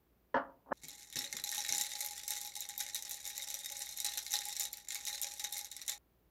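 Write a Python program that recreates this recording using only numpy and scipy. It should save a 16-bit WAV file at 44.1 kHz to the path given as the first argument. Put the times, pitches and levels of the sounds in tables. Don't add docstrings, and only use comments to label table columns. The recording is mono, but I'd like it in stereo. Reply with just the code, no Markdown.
import sys
import numpy as np
from scipy import signal
from scipy.fft import rfft, irfft
from scipy.io import wavfile
from scipy.ndimage import uniform_filter1d

SR = 44100
rng = np.random.default_rng(int(sys.argv[2]) if len(sys.argv) > 2 else 0)


def put_to_file(sound):
    columns = np.atleast_2d(sound).T
    safe = np.clip(columns, -1, 1)
    whole_steps = np.round(safe * 32767)
    wavfile.write(sys.argv[1], SR, whole_steps.astype(np.int16))


N = 277830
SIZE = 4096


def amp(db):
    return 10 ** (np.asarray(db) / 20)


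def unit_rms(x):
    return x / np.sqrt(np.mean(x ** 2) + 1e-20)


def unit_peak(x):
    return x / abs(x).max((-2, -1), keepdims=True)


def curve(points, hz):
    point_hz, value = np.transpose(points)
    return np.interp(np.log(hz + 1), np.log(point_hz + 1), value)


def add(mix, starts_s, sounds):
    for start_s, sound in zip(starts_s, sounds):
        part = mix[:, round(start_s * SR):][:, :sound.shape[1]]
        part += sound[:, :part.shape[1]]


def stereo_noise(count, length, likeness):
    a, b = np.moveaxis(rng.standard_normal((count, 2, length)), 1, 0)
    right = likeness * a + np.sqrt(1 - likeness ** 2) * b
    return np.stack([a, right], 1)


# (pitch_hz, relative_level_db per Hz)
HISS_COLOUR = [(12, -65.5), (20, -42), (40, -6), (63, -6), (92, -14), (144, -11), (180, -14.5),
               (207, -11.5), (354, -12), (696, -19.5), (8790, -40), (15400, -24.5), (16800, -66.5)]
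# (pitch_hz, level_db)
HUM = [(59.2, -77.5), (118.4, -86.5), (177.6, -86)]


def air():
    hz, t = np.fft.rfftfreq(N, 1 / SR), np.arange(N) / SR
    a, b = rfft(rng.standard_normal((2, N)))
    likeness = 0.7 / (1 + hz / 900)
    right = likeness * a + np.sqrt(1 - likeness ** 2) * b
    hiss = irfft(np.array([a, right]) * amp(curve(HISS_COLOUR, hz)), N)
    hum = np.zeros(N)
    for pitch_hz, level_db in HUM:
        hum += amp(level_db) * np.sqrt(2) * np.sin(2 * np.pi * (pitch_hz * t + rng.random()))
    return (amp(-72.5) * unit_rms(hiss) + hum) * amp([[1.2], [-1.2]])


# (pitch_hz, t60_s)
ROOM_DECAY = [(700, 0.49), (2000, 0.17), (5000, 0.12), (12000, 0.077)]


def room(x, wet_db, right_delay):
    length = SR // 2
    taps = np.zeros((2, length))
    at = np.arange(100, length - 20, 20) + rng.integers(0, 20, (2, (length - 101) // 20))
    np.put_along_axis(taps, at, rng.choice([-1., 1.], at.shape), 1)
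    hz, t, z = signal.stft(taps, SR, nperseg=256)
    z *= amp(-60 * t / curve(ROOM_DECAY, hz)[:, None])
    response = signal.istft(z, SR, nperseg=256)[1][:, :length]
    response *= amp(wet_db) / np.linalg.norm(response[0])
    response[0, 0], response[1, right_delay] = 1, 1
    return signal.fftconvolve(x, response, axes=1)[:, :N] * amp([[2.2], [-2.2]])


# (pitch_hz, relative_level_db, t60_s)
TABLE_MODES = [(256, -9, .2), (277, -10, .25), (431, -14, .16), (539, -4, .15), (574, -9, .15),
               (683, -10, .2), (885, -2, .13), (912, -4, .13), (972, -10, .18), (1028, -12, .2),
               (1462, -8, .18), (1700, -6, .22)]
# (pitch_hz, relative_level_db per Hz)
WOOD_COLOUR = [(60, -34.5), (130, -20), (255, -17), (550, -13), (890, -1.5), (1730, -2.5), (2490, -26),
               (2950, -16.5), (3700, -35), (4400, -31.5), (8000, -46), (14000, -70)]


def table_blows(rows, ring_db, t60, turns):
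    out, t = np.zeros((2, N)), np.arange(4 * SIZE) / SR
    mode_hz, mode_db, mode_t60 = np.transpose(TABLE_MODES)[:, :, None]
    for start_s, level_db, dull_hz in rows:
        hz, frame_s, z = signal.stft(stereo_noise(1, len(t), 0.48)[0], SR, nperseg=256)
        z *= amp(-60 * frame_s / (t60 * (1000 / (hz[:, None] + 300)) ** 0.39))
        dense = rfft(signal.istft(z, SR, nperseg=256)[1][:, :len(t)])

        hz = np.fft.rfftfreq(len(t), 1 / SR)
        dense *= amp(curve(WOOD_COLOUR, hz)) / (1 + (hz / dull_hz) ** 4)
        dense = unit_peak(irfft(dense))
        dense *= np.minimum((t[-1] - t) * 20, 1)

        modes = amp(mode_db - 60 * t / mode_t60) * np.sin(2 * np.pi * mode_hz * t)
        modes *= rng.choice([-1, 1], (len(TABLE_MODES), 1)) / (1 + (mode_hz / dull_hz) ** 4)
        rise = (1 - np.exp(-t * dull_hz / turns)) ** 2
        blow = (dense + amp(ring_db) * modes.sum(0)) * rise
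        add(out, [start_s], [amp(level_db) * unit_peak(blow)])
    return out


# (start_s, level_db, treble_limit_hz)
KNOCKS = [(0.343, -16, 11000), (0.364, -20.5, 8100), (0.658, -52, 1020), (0.684, -46, 1090),
          (0.708, -33, 1230), (0.717, -19.5, 2000)]


def cup_knocks():
    return table_blows(KNOCKS, ring_db=-6.0, t60=0.28, turns=2.8)


# (start_s, level_db)
THUDS = [(0.833, -51.5), (1.157, -43.5), (1.34, -48), (1.572, -57), (1.7, -46.5)]


def stick_thuds():
    treble_limit_hz = 356
    rows = [(*row, treble_limit_hz) for row in THUDS]
    return table_blows(rows, ring_db=-4.5, t60=0.168, turns=.6)


# (pitch_hz, width_hz, level_db)
LOW_MODES = [(827, 18, -23), (561.4, 24, -32)]
# (start_s, upper_mode_level_db, lower_mode_level_db)
RINGS = [(1.247, -71.5, -60), (1.33, -62, -62), (1.581, -46, -82), (1.721, -52, -66), (1.798, -46.5, -70.5),
         (1.85, -55, -79), (1.952, -53.5, -69), (2.028, -50.5, -64.5), (2.1, -56, -78), (2.187, -58, -95),
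         (2.3, -51, -74.5), (2.452, -53.5, -76), (2.569, -53.5, -79), (2.695, -55.5, -87),
         (2.778, -55, -82), (2.865, -60, -69), (3.263, -65, -77), (3.386, -59, -66.5), (3.543, -74, -63),
         (3.712, -56.5, -61), (3.787, -67, -65), (4.05, -57, -75.5), (4.173, -55, -78),
         (4.342, -44.5, -81.5), (4.464, -51.5, -82), (4.599, -59, -78), (5.127, -64, -65),
         (5.248, -85, -60), (5.322, -57, -70), (5.432, -52, -71), (5.529, -59, -95), (5.584, -58, -88)]


def low_rings():
    t60_s, rise_s, detune_share = .26, .007, .003
    out, t = np.zeros((2, N)), np.arange(3 * SIZE) / SR
    shape = amp(-60 * t / t60_s) * (1 - np.exp(-t / rise_s))
    shape /= shape.max()
    chance = rng.standard_normal((len(RINGS), 2))
    for (start_s, *levels_db), (detune, phase) in zip(RINGS, chance):
        ring = np.zeros(len(t))
        for level_db, mode in zip(levels_db, LOW_MODES):
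            pitch_hz = mode[0] * (1 + detune_share * detune)
            ring += amp(level_db) * np.sin(2 * np.pi * pitch_hz * t + np.pi * phase)
        add(out, [start_s - rise_s], [ring * shape * amp([[1], [-1]])])
    return out


# (pitch_hz, width_hz, relative_level_db)
WALL_MODES = [(1940, 51, 4), (2150, 98, 0), (2600, 970, -12), (3744, 44, 12.5), (3990, 148, 9),
              (5700, 206, 9), (6240, 200, 5), (7110, 120, 10.5), (9340, 250, -3), (11300, 240, 0),
              (12230, 277, 1)]
# (pitch_hz, relative_level_db per Hz)
CRACK_COLOUR = [(300, -5), (1200, -88), (2100, -1), (3000, -7.5), (4500, 4.5), (7000, 6), (10000, 2.5),
                (14000, 1.5), (15500, -40), (16800, -52.5)]


def clinks(bright_hz, wall_db, crack_s, spread_db):
    hz, t = np.fft.rfftfreq(SIZE // 2, 1 / SR), np.arange(SIZE // 2) / SR
    count = len(bright_hz)
    lasting_s = crack_s * rng.uniform(0.66, 2.1, (count, 1, 1))
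    burst = rfft(stereo_noise(count, SIZE // 2, 0.3) * t ** 2 * np.exp(-t / lasting_s))

    chance = rng.standard_normal((count, len(WALL_MODES), 4, 1))
    body = amp(curve(CRACK_COLOUR, hz)) * np.ones((count, 2, 1), complex)
    for k, (pitch_hz, width_hz, level_db) in enumerate(WALL_MODES):
        centre_hz = pitch_hz * (1 + 0.028 * chance[:, k, :1])
        share_db = spread_db * np.clip(chance[:, k, 1:2], -2, 1.5)
        share_db = share_db + 3 * chance[:, k, 2:]
        body += amp(level_db + wall_db + share_db) / (1 + 2j * (hz - centre_hz) / width_hz)

    slope = 3.27 * np.log(bright_hz[:, None, None] / 6500)
    tilt = (np.maximum(hz, 2500) / 6500) ** slope
    little_bass = (1j * hz / (1500 + 1j * hz)) ** 3
    return unit_peak(irfft(burst * body * tilt * little_bass))


# (start_s, level_db, brightness_hz)
CLINKS = [(0.8406, -31.5, 6030), (0.8845, -30, 8200), (0.996, -42, 5160), (1.101, -36, 5560),
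          (1.127, -30, 5400), (1.158, -21, 5100), (1.1625, -32, 5630), (1.1896, -20.5, 5650),
          (1.2431, -27, 4000), (1.3279, -21, 5300), (1.368, -23, 4900), (1.4401, -20, 7100),
          (1.474, -30, 5140), (1.4921, -21, 5300), (1.5255, -24.5, 4750), (1.5476, -19, 7800),
          (1.581, -20, 5830), (1.6905, -19, 5600), (1.7251, -14, 5570), (1.7814, -15.5, 6900),
          (1.8111, -18, 7740), (1.8205, -21.5, 7700), (1.8596, -29, 5600), (2.0066, -20, 7600),
          (2.0475, -22, 10200), (2.063, -22, 10100), (2.1791, -27, 5870), (2.195, -31.5, 5940),
          (2.267, -37, 6500), (2.2797, -18.5, 7900), (2.3064, -16.5, 7560), (2.3536, -24, 6460),
          (2.415, -25.5, 9900), (2.4498, -23, 6140), (2.555, -25, 7300), (2.5747, -28.5, 6800),
          (2.6063, -23, 9800), (2.69, -25.5, 9500), (2.697, -29, 5730), (2.7794, -21.5, 9000),
          (2.804, -19, 7700), (2.865, -27.5, 4770), (2.946, -20.5, 7700), (2.9485, -23.5, 10400),
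          (3.0245, -25, 6700), (3.0562, -38, 7000), (3.0953, -26, 10000), (3.111, -23.5, 10100),
          (3.1225, -29, 7400), (3.2544, -22, 6370), (3.2758, -25.5, 8500), (3.299, -29.5, 8500),
          (3.369, -31.5, 7050), (3.3792, -20.5, 6460), (3.422, -24, 6400), (3.4864, -27, 8500),
          (3.503, -26, 6500), (3.5426, -18.5, 6700), (3.59, -37, 8000), (3.6593, -21, 6250),
          (3.7003, -22, 6540), (3.7214, -28, 7500), (3.7687, -25, 6900), (3.78, -32, 8000),
          (3.7936, -21, 8100), (3.8618, -29, 8800), (3.974, -23, 9900), (4.002, -20, 8050),
          (4.0467, -15, 8400), (4.073, -21.5, 6400), (4.138, -23.5, 7900), (4.175, -18, 6400),
          (4.2652, -24, 6100), (4.308, -23.5, 7960), (4.3207, -20, 7750), (4.3315, -18, 5100),
          (4.339, -16.5, 5450), (4.39, -19.5, 6600), (4.4551, -21, 7960), (4.4865, -24.5, 8650),
          (4.5664, -22.5, 6800), (4.5977, -15, 9400), (4.6334, -23, 8340), (4.7308, -24, 11100),
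          (4.8861, -26.5, 7040), (4.906, -23.5, 5960), (4.947, -20.5, 7160), (5.0528, -25.5, 7340),
          (5.073, -19.5, 6150), (5.084, -24, 5750), (5.1295, -23, 6350), (5.216, -18.5, 9400),
          (5.2239, -26.5, 10800), (5.32, -35.5, 7040), (5.3388, -30, 7900), (5.3967, -25, 6000),
          (5.4421, -20, 6140), (5.5259, -22.5, 9000), (5.5449, -28.5, 6200), (5.5708, -22.5, 7000),
          (5.5822, -23.5, 9500), (5.6461, -29, 6700), (5.715, -26, 7500), (5.766, -29.5, 7140),
          (5.8171, -26.5, 6500), (5.864, -34, 9000), (5.8806, -19, 6900), (5.8963, -21, 7300)]


def rebounds():
    gap_s, drop_db, drop_spread_db = .016, -12.5, 4
    start_s, level_db, bright_hz = np.transpose(CLINKS)[:, :, None]
    chance = rng.standard_normal((len(CLINKS), 3, 2))
    later_s = start_s + np.cumsum(gap_s * np.exp(.4 * chance[:, 0]), axis=1)
    weaker_db = level_db + np.cumsum(drop_db + drop_spread_db * chance[:, 1], axis=1)
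    duller_hz = 0.77 * bright_hz * np.exp(0.36 * chance[:, 2])
    return np.transpose([later_s.ravel(), weaker_db.ravel(), duller_hz.ravel()])


# (start_s, level_db)
JOSTLE = [(0.73, -70), (0.8, -68), (0.829, -55), (0.96, -52), (1.23, -68), (1.34, -50.5), (1.64, -43),
          (2.09, -45), (2.21, -49.5), (2.65, -53), (3.56, -47.5), (4.27, -48), (4.53, -46.5), (4.85, -62.5),
          (5.09, -46.5), (5.56, -51.5), (5.8, -67), (5.979, -71)]


def ice():
    out, rattle = np.zeros((2, 2, N))
    start_s, level_db, bright_hz = np.vstack([CLINKS, rebounds()]).T
    hits = clinks(bright_hz, wall_db=5.5, crack_s=0.00031, spread_db=6)
    add(out, start_s - 44 / SR, amp(level_db)[:, None, None] * hits)

    small = clinks(rng.uniform(4430, 7320, size=160), wall_db=0.5, crack_s=0.00054, spread_db=8.0)
    strength = amp(3.73 * np.minimum(rng.exponential(1, N), 4)) * (rng.random(N) < 420 / SR)
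    kind = rng.integers(0, len(small), N)
    at = np.flatnonzero(strength)
    add(rattle, at / SR, strength[at, None, None] * small[kind[at]])
    rattle = unit_rms(rattle)

    shaken_power, t = np.zeros(N), np.arange(2 * SIZE) / SR
    np.add.at(shaken_power, (start_s * SR).astype(int), amp(2 * level_db))
    flurry = np.exp(-t / 0.016) * (1 - np.exp(-t / 0.003))
    shaken_power = abs(signal.fftconvolve(shaken_power, flurry)[:N])
    jostle_s, jostle_db = np.transpose(JOSTLE)
    steady = amp(np.interp(np.arange(N) / SR, jostle_s, jostle_db, left=-200))
    busy = np.sqrt(steady ** 2 + amp(-35.5) * shaken_power)

    for pitch_hz, width_hz, mode_db in LOW_MODES:
        pole = np.exp((2j * np.pi * pitch_hz - np.pi * width_hz) / SR)
        nudges = uniform_filter1d(strength * rng.choice([-1, 1], N), size=30)
        even, stirred = signal.lfilter([1], [1, -pole], [nudges, nudges * busy]).real
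        out += amp(mode_db) * stirred / even.std()
    return out + rattle * busy


# (cup_end_s, stirring_end_s)
CUTS = (.7285, 5.983)


def scene():
    t = np.arange(N) / SR
    cup = room(cup_knocks(), wet_db=-18, right_delay=10)
    stirring = room(ice() + stick_thuds(), wet_db=-6.5, right_delay=5)
    stirring += room(low_rings(), wet_db=-19.5, right_delay=5)
    cup_gate = np.clip((CUTS[0] - t) / .0004 + .5, 0, 1)
    stirring_gate = np.clip((CUTS[1] - t) / .004, 0, 1)
    return cup * cup_gate + stirring * stirring_gate + air()


def record(dry):
    low_pass = signal.firwin(511, 16300, window=("kaiser", 9), fs=SR)
    return signal.oaconvolve(dry, low_pass[None], "same")


dry = scene()
out = record(dry)
put_to_file(out)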